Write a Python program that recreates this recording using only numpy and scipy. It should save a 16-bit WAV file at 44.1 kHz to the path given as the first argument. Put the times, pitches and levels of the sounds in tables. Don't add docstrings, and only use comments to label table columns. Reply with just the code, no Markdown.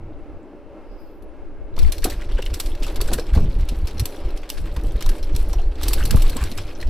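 import sys
import numpy as np
from scipy import signal
from scipy.fft import rfft, irfft, next_fast_len
from scipy.io import wavfile
from scipy.ndimage import uniform_filter1d

SR = 44100
rng = np.random.default_rng(int(sys.argv[2]) if len(sys.argv) > 2 else 0)


def generate_wav(sig):
    pcm = np.round(np.clip(np.atleast_2d(sig).T, -1, 1) * 32767).astype(np.int16)
    wavfile.write(sys.argv[1], SR, pcm)


N = 303849
T = np.arange(N) / SR
SIDES = np.array([[1], [-1]])
COBBLES_S = 1.78

# start in seconds, relative strength in dB, shake length in ms.
JOLTS = [(1.222, -41.5, 5), (1.764, -29, 5.8), (1.789, -18.5, 7.1), (1.8286, -24, 4.9), (1.8602, -29, 6.1),
         (1.9205, -13.5, 6.2), (1.981, -21, 5.5), (2.021, -28, 6), (2.0412, -12, 9.8), (2.098, -19.5, 10.7),
         (2.211, -31.5, 5), (2.247, -39, 4.5), (2.321, -25, 0.99), (2.356, -33, 3), (2.381, -36, 2.5),
         (2.421, -23, 3.8), (2.445, -39, 3), (2.4606, -30, 6), (2.5, -48, 2.8), (2.5388, -17.5, 9.3),
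         (2.5991, -13, 7.9), (2.658, -25, 12), (2.751, -27, 4), (2.823, -29, 4.1), (2.831, -20, 4.1),
         (2.865, -21, 3.9), (2.878, -25, 3), (2.898, -32, 3.9), (2.92, -38, 4), (2.958, -23, 10.5),
         (3.012, -12.5, 7.1), (3.0757, -25, 19), (3.128, -21, 4.5), (3.133, -13.5, 9), (3.179, -25, 8),
         (3.195, -21.5, 6.9), (3.267, -31, 4.4), (3.334, -26, 4.4), (3.3475, -23, 9), (3.378, -32, 4),
         (3.405, -37, 5), (3.4979, -34, 7), (3.528, -39, 5), (3.608, -31.5, 6.9), (3.687, -21, 7.5),
         (3.871, -21, 6.8), (3.9085, -28.5, 5.7), (3.98, -27, 5.5), (3.995, -16, 7.9), (4.055, -14, 4.9),
         (4.372, -28, 8.1), (4.4908, -23, 5.3), (4.5001, -13.5, 3.1), (4.576, -30, 15), (4.763, -24, 6.6),
         (5.007, -23, 8), (5.023, -19, 5.4), (5.061, -17.5, 3.5), (5.0895, -17, 8), (5.227, -27, 8.8),
         (5.349, -23.5, 5), (5.3622, -15.5, 3.3), (5.494, -32, 16), (5.5295, -21.5, 7), (5.615, -31, 3.7),
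         (5.755, -33, 3.6), (5.8, -34, 2.8), (5.812, -26, 3), (5.8212, -23, 5.5), (5.8308, -15, 9),
         (5.882, -8.5, 4), (5.9318, -10.5, 6.9), (6.0522, -14.5, 7), (6.108, -10.5, 5.1),
         (6.16, -10.5, 1.6), (6.2194, -19, 7.7), (6.2956, -17, 6.4), (6.366, -18.5, 5.2), (6.438, -16, 2.9),
         (6.515, -22.5, 6), (6.575, -22, 9.8), (6.667, -38, 8.1), (6.74, -46, 2.6), (6.801, -29, 6),
         (6.812, -24, 5.3), (6.871, -27, 2.9)]
# start in seconds, relative strength in dB.
FLICKS = [(1.821, -34), (1.874, -40), (2.455, -33), (2.534, -41), (2.592, -40), (2.806, -48), (2.838, -32),
          (2.916, -41), (2.925, -45), (2.945, -44), (3.3357, -42), (3.4031, -42), (3.53, -61),
          (3.5873, -45), (3.7663, -46), (3.788, -45), (3.8566, -45), (3.883, -42), (3.9329, -48),
          (3.946, -49), (4.1624, -45), (4.2427, -56), (4.2871, -48), (4.307, -46), (4.3644, -45),
          (4.4168, -49), (4.435, -52), (4.6029, -45), (4.614, -48), (4.6533, -46.5), (4.6652, -44),
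          (4.7411, -46), (4.8124, -47), (4.8363, -37), (4.8688, -44), (4.879, -48), (4.921, -40),
          (4.9645, -54), (5.1591, -46), (5.166, -42), (5.245, -42), (5.426, -41), (5.488, -36),
          (5.6774, -51), (6.0029, -45), (6.0755, -30), (6.2787, -38), (6.3487, -36), (6.4134, -38),
          (6.4264, -37), (6.5002, -39), (6.5536, -42), (6.6504, -47), (6.7048, -57), (6.7696, -57),
          (6.8534, -50)]
FLICK_MS = 1.5
JOLT_SIZZLE_DB, BRIGHTER_PER_DB = -10.5, 0.78
JOLT_PAN_DB = 0.5
# pitch in Hz, width in Hz, relative level in dB.
PART_MODES = [(1620, 110, 0), (4200, 100, -2), (4560, 60, 3), (5230, 90, 3), (5727, 90, 4), (7950, 500, 1),
              (8900, 80, -3), (9350, 180, 0), (9735, 100, 2), (10070, 180, 2), (10520, 120, 0),
              (13010, 110, -1)]
# frequency in Hz, relative level in dB per Hz.
RATTLE_SPECTRUM = [(500, -20), (800, 8.5), (1600, -4.5), (2500, 4.5), (4000, 4.5), (5500, 0), (6800, 0.5),
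                   (10000, 0), (13500, 4), (15600, -9), (16500, -44)]
PATCHY_DB = 1.7
# time in seconds, relative tyre roar in dB, relative chatter between jolts in dB.
ROLL = [(0, -38, -61), (1.74, -38.5, -62), (1.8, -34, -38.5), (2.0, -37.5, -67), (2.12, -33.5, -41.5),
        (2.2, -36.5, -52), (2.32, -33.5, -55.5), (2.7, -33.5, -51), (2.79, -35.5, -56), (2.87, -31.5, -41),
        (3.13, -32, -66), (3.38, -35, -41), (3.5, -37, -53), (4.03, -34.5, -51), (4.35, -35, -57),
        (5.12, -34.5, -47), (5.3, -34, -52.5), (5.74, -36, -57), (5.91, -29.5, -32), (6.2, -31, -41.5),
        (6.6, -35.5, -44.5), (6.89, -36, -52.5)]
CLATTER_DB, CLATTER_FOLLOWS = -50, 0.54
SIZZLE_BED_DB, SIZZLE_FOLLOWS = -64, 1
CHATTER_BED_DB = -18
# start in seconds, level in dB, panel number from 0, length in ms.
KNOCKS = [(1.776, -41, 1, 15), (1.82, -46, 1, 21), (2.029, -35, 2, 33), (2.055, -26.5, 0, 22),
          (2.6, -36, 4, 6.2), (4.053, -53, 3, 6.5), (2.119, -37, 3, 9.4), (2.217, -35.5, 3, 9.6),
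          (2.381, -37.5, 2, 18), (2.424, -23.5, 4, 2.5), (2.461, -26, 4, 4.8), (2.824, -35, 4, 31),
          (2.866, -38, 1, 19), (2.958, -38, 1, 6), (3.004, -26, 1, 5), (3.085, -36, 2, 6.3),
          (3.115, -25, 0, 9.1), (3.135, -31.5, 2, 14), (3.184, -27, 2, 5), (3.336, -36, 2, 14),
          (3.352, -34.5, 0, 36), (3.375, -31, 1, 10), (3.687, -42, 4, 13), (4.5, -38, 4, 13),
          (4.762, -32.5, 1, 10), (5.009, -35.5, 1, 7.8), (5.062, -34, 1, 6.9), (5.531, -33.5, 0, 8.8),
          (5.586, -41, 0, 47), (5.812, -36, 1, 7.4), (5.855, -40, 1, 21), (5.874, -30, 4, 4.4),
          (5.907, -34, 1, 5.9), (5.976, -35, 2, 6.6), (6.002, -34, 2, 34), (6.144, -29.5, 0, 7.9),
          (6.241, -35, 1, 7.9), (6.167, -31.5, 1, 10), (6.296, -49, 4, 11), (6.362, -38.5, 1, 110),
          (6.403, -37.5, 2, 53), (6.826, -31.5, 3, 5.4)]
PANELS_HZ = [735, 1067, 1550, 1910, 2810]
# start in seconds, level in dB, centre in Hz.
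TICKS = [(.094, -49, 2400), (.13, -48, 3600), (.19, -61, 8500), (.263, -65, 3000), (.43, -56, 7500),
         (.556, -67, 5500), (.724, -60, 2400), (.912, -56, 2400), (1.002, -52, 11500), (1.15, -58, 3400),
         (1.224, -44, 11500), (1.314, -58, 5000), (1.652, -68, 12500), (1.74, -43, 3600),
         (2.247, -40, 3500), (2.305, -34, 2820), (2.321, -28, 3280), (2.372, -22, 2800), (2.392, -27, 2900),
         (2.531, -27, 2500), (2.706, -33, 3000), (2.718, -28.5, 3380), (2.756, -47, 2200),
         (2.846, -27, 5200), (2.879, -25, 3540), (3.005, -21, 4440), (3.105, -30, 4500), (3.232, -43, 1500),
         (3.266, -42, 3520), (4.305, -36, 4000), (4.68, -33, 1500), (5.165, -47, 4300), (5.412, -43, 3400),
         (5.585, -25, 2880), (5.76, -38, 4800), (5.796, -42, 4000), (5.812, -29, 3500), (5.92, -36, 3100),
         (5.964, -40, 3000), (5.98, -40, 3000)]
TICK_MS, TICK_Q = 1, 5.1
# start in seconds, level in dB before the fade, pitch in Hz, 60 dB fade time in ms.
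THUMPS = [(1.774, -27, 405, 74), (2.047, -19, 290, 110), (2.063, -25, 328, 150), (2.389, -21, 540, 58),
          (2.815, -18.5, 122, 35), (3.018, -22.5, 347, 34), (3.11, -26, 256, 280), (3.184, -22.5, 514, 100),
          (3.36, -19, 163, 350), (3.433, -29, 161, 170), (3.555, -27, 129.5, 140), (3.719, -27, 120, 100),
          (4.641, -28.5, 170, 75), (4.773, -25, 140, 47), (4.84, -20.5, 140, 45), (4.953, -22.5, 152, 36),
          (5.089, -29, 221, 190), (5.375, -30, 330, 60), (6.139, -11.5, 150, 80), (6.355, -23.5, 256, 92),
          (6.515, -24, 127, 63), (6.78, -33, 314, 110)]
# pitch in Hz, width in Hz, relative level in dB.
TREAD = [(318, 44, -2), (433, 116, -10.5), (580, 46, 4), (786, 28, -3.5), (1343, 75, -7), (1620, 110, -5.5),
         (2140, 120, 0), (2640, 130, -2)]
# frequency in Hz, relative level in dB per Hz.
ROAR_SPECTRUM = [(120, -42), (170, -15), (240, -9.5), (320, -5.5), (420, -8), (600, -15), (900, -18),
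                 (1300, -24.5), (2000, -32.5), (2800, -35.5), (3500, -41.5), (5000, -45.5), (7000, -53.5),
                 (10000, -55.5), (15000, -63)]
TYRES_WIDER_DB = 2.5
# time in seconds, level in dB before the waver, upper edge relative to that in dB.
BUFFET = [(0.0, -32, -3), (0.25, -39, -8.5), (0.55, -46, -8), (1.3, -37.5, -18), (1.7, -31.5, -15.5),
          (1.85, -16.5, -21), (1.96, -31, -18), (2.05, -23, -10), (2.12, -24, -13), (2.82, -25.5, -17.5),
          (3.51, -15.5, -10.5), (3.72, -24, -20), (3.95, -26.5, -15), (4.11, -29.5, -16),
          (4.28, -26.5, -19), (4.47, -31.5, -22), (4.59, -25, -12.5), (5.01, -25.5, -14.5),
          (5.2, -21.5, -20.5), (5.35, -18, -21.5), (5.95, -17.5, -21), (6.04, -19.5, -9), (6.3, -23, -8.5),
          (6.89, -25, -16)]
BUFFET_WAVER_DB = 4.0
PAVING_WAVER = .4
# crest in seconds, peak level in dB, time from crest to 1/e in ms, pitch in Hz.
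PUSHES = [(0.03, -31, 25, 55), (0.095, -26, 25, 62), (0.22, -29.5, 25, 22.1), (0.295, -36, 19, 48.4),
          (0.93, -31, 48, 30.36), (1.869, -9.5, 35, 34), (2.04, -14, 18, 27.0), (2.181, -15, 11, 33.0),
          (2.272, -36, 12, 23.3), (2.349, -7, 17.5, 26.0), (2.48, -14.5, 33, 24.0), (2.669, -18, 23, 33.4),
          (2.816, -16, 15, 26.0), (2.867, -17, 58, 23.0), (3.009, -14.5, 18, 33.24), (3.084, -24, 17, 34.1),
          (3.165, -27, 25, 29.2), (3.3, -16, 18, 29.9), (3.339, -5.5, 14.6, 45.94),
          (3.379, -3, 10.7, 59.05), (3.488, -10, 13, 39.6), (3.577, -10.5, 23, 31.2),
          (3.632, -11, 9.6, 29.84), (3.708, -14, 19, 34.3), (3.781, -16.5, 12.0, 49.0),
          (3.839, -14, 16, 51.0), (4.016, -10.5, 13, 61.2), (4.263, -13, 14, 36.96),
          (4.346, -14.5, 17, 23.24), (4.651, -17.5, 22, 29.85), (4.729, -15, 12, 29.2),
          (4.782, -17.5, 19, 54.1), (4.868, -17, 58, 35.4), (4.958, -8.5, 12, 33.53),
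          (5.095, -5, 28.4, 22.94), (5.345, -16, 13, 63.4), (5.406, -13, 8.9, 31.2),
          (5.481, -15.5, 39, 35.0), (5.517, -20, 28, 28.9), (5.586, -13, 29, 31.05),
          (5.678, -11.5, 23, 31.0), (5.908, -16.5, 54, 40.3), (5.975, -15, 9.3, 37.7),
          (6.021, -18.5, 18, 47.3), (6.12, -16, 41, 28.03), (6.149, -1, 6.8, 48.6), (6.19, -9, 50, 26.07),
          (6.261, -5, 38, 20.77), (6.429, -11, 12.6, 55.9), (6.599, -23, 21, 34.65),
          (6.867, -16, 13.4, 43.2)]
PUSH_EDGE_DB, EDGE_DB_PER_OCTAVE = -23.5, 14.5
# start in seconds, end in seconds, lean to the left from -1 to 1,
# relative level of unshared eddies in dB.
GUSTS = [(.12, .6, 0, -2), (.6, 1.9, .55, -2), (1.98, 2.03, .05, -3), (4.52, 4.63, .05, 0),
         (6.12, 6.18, .15, -5)]
GUST_RAMP_MS = 25
EDDY_EDGE_DB, EDDIES_SHARPEN_S = -6, 1.6
# frequency in Hz, relative level in dB per Hz.
AIR_SPECTRUM = [(2.9, -33), (5.0, 2.5), (16, 9), (29, -4.5), (66, -7.5), (113, -23.5), (200, -34.5),
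                (260, -31.5), (440, -120)]
# time in seconds, lower band in dB, upper band in dB.
HISS = [(0.82, -93, -100), (0.916, -66, -78), (0.96, -72, -82), (1.008, -68, -68), (1.199, -84, -77)]
# centre in Hz, width in Hz.
HISS_BANDS = [(4950, 620), (12900, 3200)]
# start in seconds, end in seconds, first pitch in Hz,
# middle pitch in Hz, last pitch in Hz, level in dB before the flutter.
WHISTLES = [(.86, 1.13, 4930, 4950, 4930, -73), (1.04, 1.14, 4400, 4330, 4270, -76),
            (1.0, 1.24, 8800, 12700, 10300, -82), (1.22, 1.35, 10500, 10400, 9200, -84),
            (1.03, 1.23, 12900, 14200, 11600, -85), (5.64, 5.7, 750, 700, 660, -48)]
# frequency in Hz, side relative to mid in dB.
WIDTH = [(200, -34.5), (500, -29), (900, -25.5), (1290, -23.5), (2380, -19.5), (4400, -9.5), (8120, -2.5),
         (15000, 2)]
# frequency in Hz, left minus right in dB.
TILT = [(1500, 0), (2380, -0.1), (4400, 3), (8120, -1.5), (15000, -3.5)]
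TOP_HZ = 16400


def rattle(clatter_db, chatter_db, sizzle_db):
    metal = spread(*loose_parts(contacts(scatter_db=4.0, grain=24)))
    middle, sizzle = jolts()
    clatter = small_jolts(rate=70, scatter_db=14.0, decay_ms=10, calm=0.8)
    throb = small_jolts(rate=60, scatter_db=14.0, decay_ms=8, calm=0.75)
    fine = small_jolts(rate=45, scatter_db=29.0, decay_ms=2.5, calm=0.41)
    fine = 0.55 * throb + 0.65 * fine
    clatter, throb, fine = (T > COBBLES_S) * np.array([clatter, throb, fine])

    def flaring(lo_hz, hi_hz):
        return undb(PATCHY_DB * walk(70)) * register(metal, lo_hz, hi_hz)

    low = flaring(800, 2830)
    mid = 0.5 * (flaring(2650, 5170) + undb(-5.5) * flaring(4660, 7100))
    high = 0.6 * (undb(-1.5) * flaring(4900, 13200) + flaring(10330, 16400))
    low = low * np.hypot(undb(-20.0) * middle, undb(clatter_db) * clatter)
    mid = mid * np.hypot(undb(-11.0) * middle, undb(chatter_db + CHATTER_BED_DB) * throb)
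    high = high * np.hypot(undb(1.5) * sizzle, undb(sizzle_db) * fine)
    return low + mid + high


def jolts():
    power = np.zeros((2, 2, N + SR))
    t = np.arange(SR // 4) / SR * 1000
    for (s, db, ms), pan in zip(JOLTS, rng.standard_normal((len(JOLTS), 1))):
        level = undb(db + SIDES * JOLT_PAN_DB * pan / 2)
        force = level * shake(t, ms, rise_ms=1.0, tail_ms=55, tail_db=-20.5)
        bright = undb(JOLT_SIZZLE_DB + BRIGHTER_PER_DB * (db + 12))
        add_at(power[0], s, force ** 2)
        add_at(power[1], s, (bright * force) ** 2)
    for s, db in FLICKS:
        flick = undb(db) * shake(t, FLICK_MS, rise_ms=0.62, tail_ms=18, tail_db=-17)
        add_at(power[1], s, flick ** 2)
    return np.sqrt(power[..., :N])


def shake(t, ms, rise_ms, tail_ms, tail_db):
    burst = np.exp(-(t / max(ms, 1)) ** 1.31)
    tail = undb(tail_db) * np.exp(-t / tail_ms)
    return (1 - np.exp(-t / rise_ms)) * (burst + tail)


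def contacts(scatter_db, grain):
    size = undb(scatter_db * np.repeat(rng.uniform(-0.84, 1, N // grain + 1), grain)[:N])
    return unit(size * rng.standard_normal((2, N)))


def loose_parts(clicks):
    out = clicks.copy()
    for hz, width, db in PART_MODES:
        out += resonate(clicks * undb(db + 5.0 * walk(45)), hz, hz / width)
    return unit(colour(out, RATTLE_SPECTRUM))


def small_jolts(rate, scatter_db, decay_ms, calm):
    hits = (rng.random(N) < rate / SR) * undb(scatter_db * rng.uniform(-0.22, 1, N))
    fade = np.exp(-1000 / (decay_ms * SR))
    return unit(calm + signal.lfilter([1], [1, -fade], hits))


def beds():
    roar_db, chatter_db = curves(ROLL)
    above = chatter_db + 50
    clatter_db = CLATTER_DB + CLATTER_FOLLOWS * above
    sizzle_db = SIZZLE_BED_DB + SIZZLE_FOLLOWS * above
    return roar_db, clatter_db, chatter_db, sizzle_db


def knocks(clatter_db):
    out = np.zeros((2, N + SR))
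    t = np.arange(SR // 14) / SR * 1000
    placed = [(s, db, PANELS_HZ[int(round(k))], ms) for s, db, k, ms in KNOCKS]
    for s, db, hz, ms in [*placed, *stray_knocks(clatter_db, count=200)]:
        noise = rng.standard_normal((2, len(t)))
        ring = resonate(noise, hz, 9.0)
        thud = resonate(noise, hz, 2.5)
        force = shake(t, ms, rise_ms=1.2, tail_ms=21, tail_db=-17.5)
        add_at(out, s, undb(db) * unit(ring + undb(-8) * thud) * force)
    return spread(*out[:, :N])


def stray_knocks(clatter_db, count):
    chance = rng.random((count, 4))
    s = COBBLES_S + chance[:, 0] * (N / SR - COBBLES_S)
    db = np.interp(s, T, clatter_db) + 9.8 * chance[:, 1] ** 2
    panel = (chance[:, 2] * len(PANELS_HZ)).astype(int)
    hz = np.array(PANELS_HZ)[panel] * 1.48 ** chance[:, 3]
    return np.c_[s, db, hz, np.full(count, 4.0)]


def ticks(chatter_db, count):
    chance = rng.random((count, 3))
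    s = COBBLES_S + chance[:, 0] * (N / SR - COBBLES_S - .03)
    db = np.interp(s, T, chatter_db) + 6.0 + 12.0 * chance[:, 1] ** 2
    stray = np.c_[s, db, 1300 * 4.5 ** chance[:, 2]]
    out = np.zeros((2, N + SR))
    t = np.arange(SR // 40) / SR * 1000
    force = shake(t, TICK_MS, rise_ms=1.0, tail_ms=29, tail_db=-22.0)
    for s, db, hz in [*TICKS, *stray]:
        noise = rng.standard_normal((2, len(t)))
        ring = resonate(resonate(noise, hz, TICK_Q), hz, TICK_Q)
        add_at(out, s, undb(db) * unit(ring) * force)
    return spread(*out[:, :N])


def thumps():
    out = np.zeros(N + SR)
    t = np.arange(SR // 4) / SR
    for s, db, hz, t60_ms in THUMPS:
        noise = band(rng.standard_normal(len(t)), 127, 563)
        ring = unit(resonate(noise, hz, 1.2))
        shape = (1 - np.exp(-t / 0.0018)) * np.exp(-np.log(1000) * t * 1000 / t60_ms)
        add_at(out, s, undb(db) * ring * shape)
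    return out[:N]


def tyres(roar_db):
    noise = rng.standard_normal((2, N))
    tones = np.zeros((2, N))
    for hz, width, db in TREAD:
        tones += resonate(noise * undb(db + 2.8 * walk(14)), hz, hz / width)
    mid, side = colour(noise + tones, ROAR_SPECTRUM)
    roar = unit(spread(mid, side * undb(TYRES_WIDER_DB)))
    hollow = lowpass(roar, 600, order=1)
    rush = (roar - hollow) * undb(0.7 * walk(13))
    flicker = undb(1.2 * walk(40))
    return (hollow * flicker + rush) * undb(roar_db - 5.5 + 0.67 * walk(7))


def buffet():
    bed, swings, edge_gain = pushes()
    lean, share = gusts()
    noise = colour(rng.standard_normal((2, N)), AIR_SPECTRUM)
    deep = steady(unit(lowpass(noise, 70, order=3)), ms=89)
    edge = unit(band(noise, 88.4, 227)) * undb(2.46 * surface_waver() * walk(35))
    softer_db = np.array([[0], [EDDY_EDGE_DB]]) * (T < EDDIES_SHARPEN_S)
    common, own = deep * bed + swings + edge * edge_gain * undb(softer_db)
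    return common * (1 + SIDES * lean) + SIDES * share * own


def pushes():
    bed_db, edge_db = curves(BUFFET)
    bed = undb(bed_db + BUFFET_WAVER_DB * surface_waver() * walk(18))
    edge_power = (bed * undb(edge_db)) ** 2
    swings = np.zeros((2, N))
    phases = rng.uniform(0, 2 * np.pi, (len(PUSHES), 2, 1))
    for (s, db, ms, hz), phase in zip(PUSHES, phases):
        if s < .2:
            continue
        near = slice(int((s - .2) * SR), int((s + .2) * SR))
        swell = undb(db) * np.exp(-((T[near] - s) * 1000 / ms) ** 2)
        swings[:, near] += swell * np.cos(2 * np.pi * hz * T[near] + phase)
        rough_db = PUSH_EDGE_DB + EDGE_DB_PER_OCTAVE * np.log2(hz / 30)
        edge_power[near] += (swell * undb(rough_db)) ** 2
    return bed, swings, np.sqrt(edge_power)


def surface_waver():
    return np.where(T > COBBLES_S, 1, PAVING_WAVER)


def gusts():
    lean, share = np.zeros((2, N))
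    for start, end, left, db in GUSTS:
        inside_ms = np.minimum(T - start, end - T) * 1000
        on = np.clip(inside_ms / GUST_RAMP_MS + .5, 0, 1)
        lean = lean + left * on
        share = share + undb(db) * on
    return lean, share


def hiss():
    on = (T > HISS[0][0]) & (T < HISS[-1][0])
    out = np.zeros((2, N))
    for db, (hz, width) in zip(curves(HISS), HISS_BANDS):
        noise = band(rng.standard_normal((2, N)), hz - width / 2, hz + width / 2)
        out += on * undb(db) * unit(noise)
    return out


def whistles():
    out = np.zeros(N)
    for start, end, first_hz, middle_hz, last_hz, db in WHISTLES:
        u = np.clip((T - start) / (end - start), 0, 1)
        bend = 4 * middle_hz - 2 * first_hz - 2 * last_hz
        hz = first_hz + (last_hz - first_hz) * u + bend * u * (1 - u)
        hz = hz * (1 + .006 * walk(30) + .007 * walk(600))
        swell = np.sqrt(np.sin(np.pi * u) + 1e-12) * (u < 1) * (u > 0)
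        out += undb(db + 4.3 * walk(40)) * swell * np.sin(2 * np.pi * np.cumsum(hz) / SR)
    return out


def spread(mid, side):
    left, right = mid + SIDES * colour(side, WIDTH)
    hz, db = np.transpose(TILT)
    return np.array([colour(left, np.c_[hz, db / 2]), colour(right, np.c_[hz, -db / 2])])


def undb(db):
    return 10 ** (np.asarray(db) / 20)


def unit(x):
    return x / np.sqrt(np.mean(x ** 2))


def add_at(out, s, x):
    i = int(s * SR)
    out[..., i:i + x.shape[-1]] += x


def curves(table):
    s, *columns = np.transpose(table)
    return [np.interp(T, s, c) for c in columns]


def walk(rate):
    k = int(SR / rate)
    steps = np.repeat(rng.standard_normal(N // k + 1), k)
    return unit(uniform_filter1d(uniform_filter1d(steps, k), k)[:N])


def steady(x, ms):
    k = int(ms * SR / 1000)
    power = uniform_filter1d(uniform_filter1d(x ** 2, k), k)
    return x / np.sqrt(power + 0.014)


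def gain(points, size):
    hz, db = np.transpose(points)
    bins_hz = np.arange(size // 2 + 1) * SR / size + 0.098
    return undb(np.interp(np.log(bins_hz), np.log(hz), db))


def colour(x, points):
    size = next_fast_len(N)
    return irfft(rfft(x, size) * gain(points, size), size)[..., :N]


def resonate(x, hz, q):
    return signal.lfilter(*signal.iirpeak(hz, q, SR), x)


def band(x, lo_hz, hi_hz):
    return signal.sosfilt(signal.butter(2, [lo_hz, hi_hz], "band", fs=SR, output="sos"), x)


def lowpass(x, hz, order):
    return signal.sosfilt(signal.butter(order, hz, fs=SR, output="sos"), x)


def register(x, lo_hz, hi_hz):
    return unit(signal.sosfiltfilt(signal.butter(1, [lo_hz, hi_hz], "band", fs=SR, output="sos"), x))


def scene():
    roar_db, clatter_db, chatter_db, sizzle_db = beds()
    shaken = rattle(clatter_db, chatter_db, sizzle_db) + knocks(clatter_db) + ticks(chatter_db, count=500)
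    return shaken + thumps() + tyres(roar_db) + buffet() + hiss() + whistles()


def record(dry):
    ceiling = .95
    rounded = ceiling * np.tanh(dry / ceiling)
    return signal.sosfilt(signal.ellip(8, .2, 70, TOP_HZ, fs=SR, output="sos"), rounded)


dry = scene()
out = record(dry)
generate_wav(out)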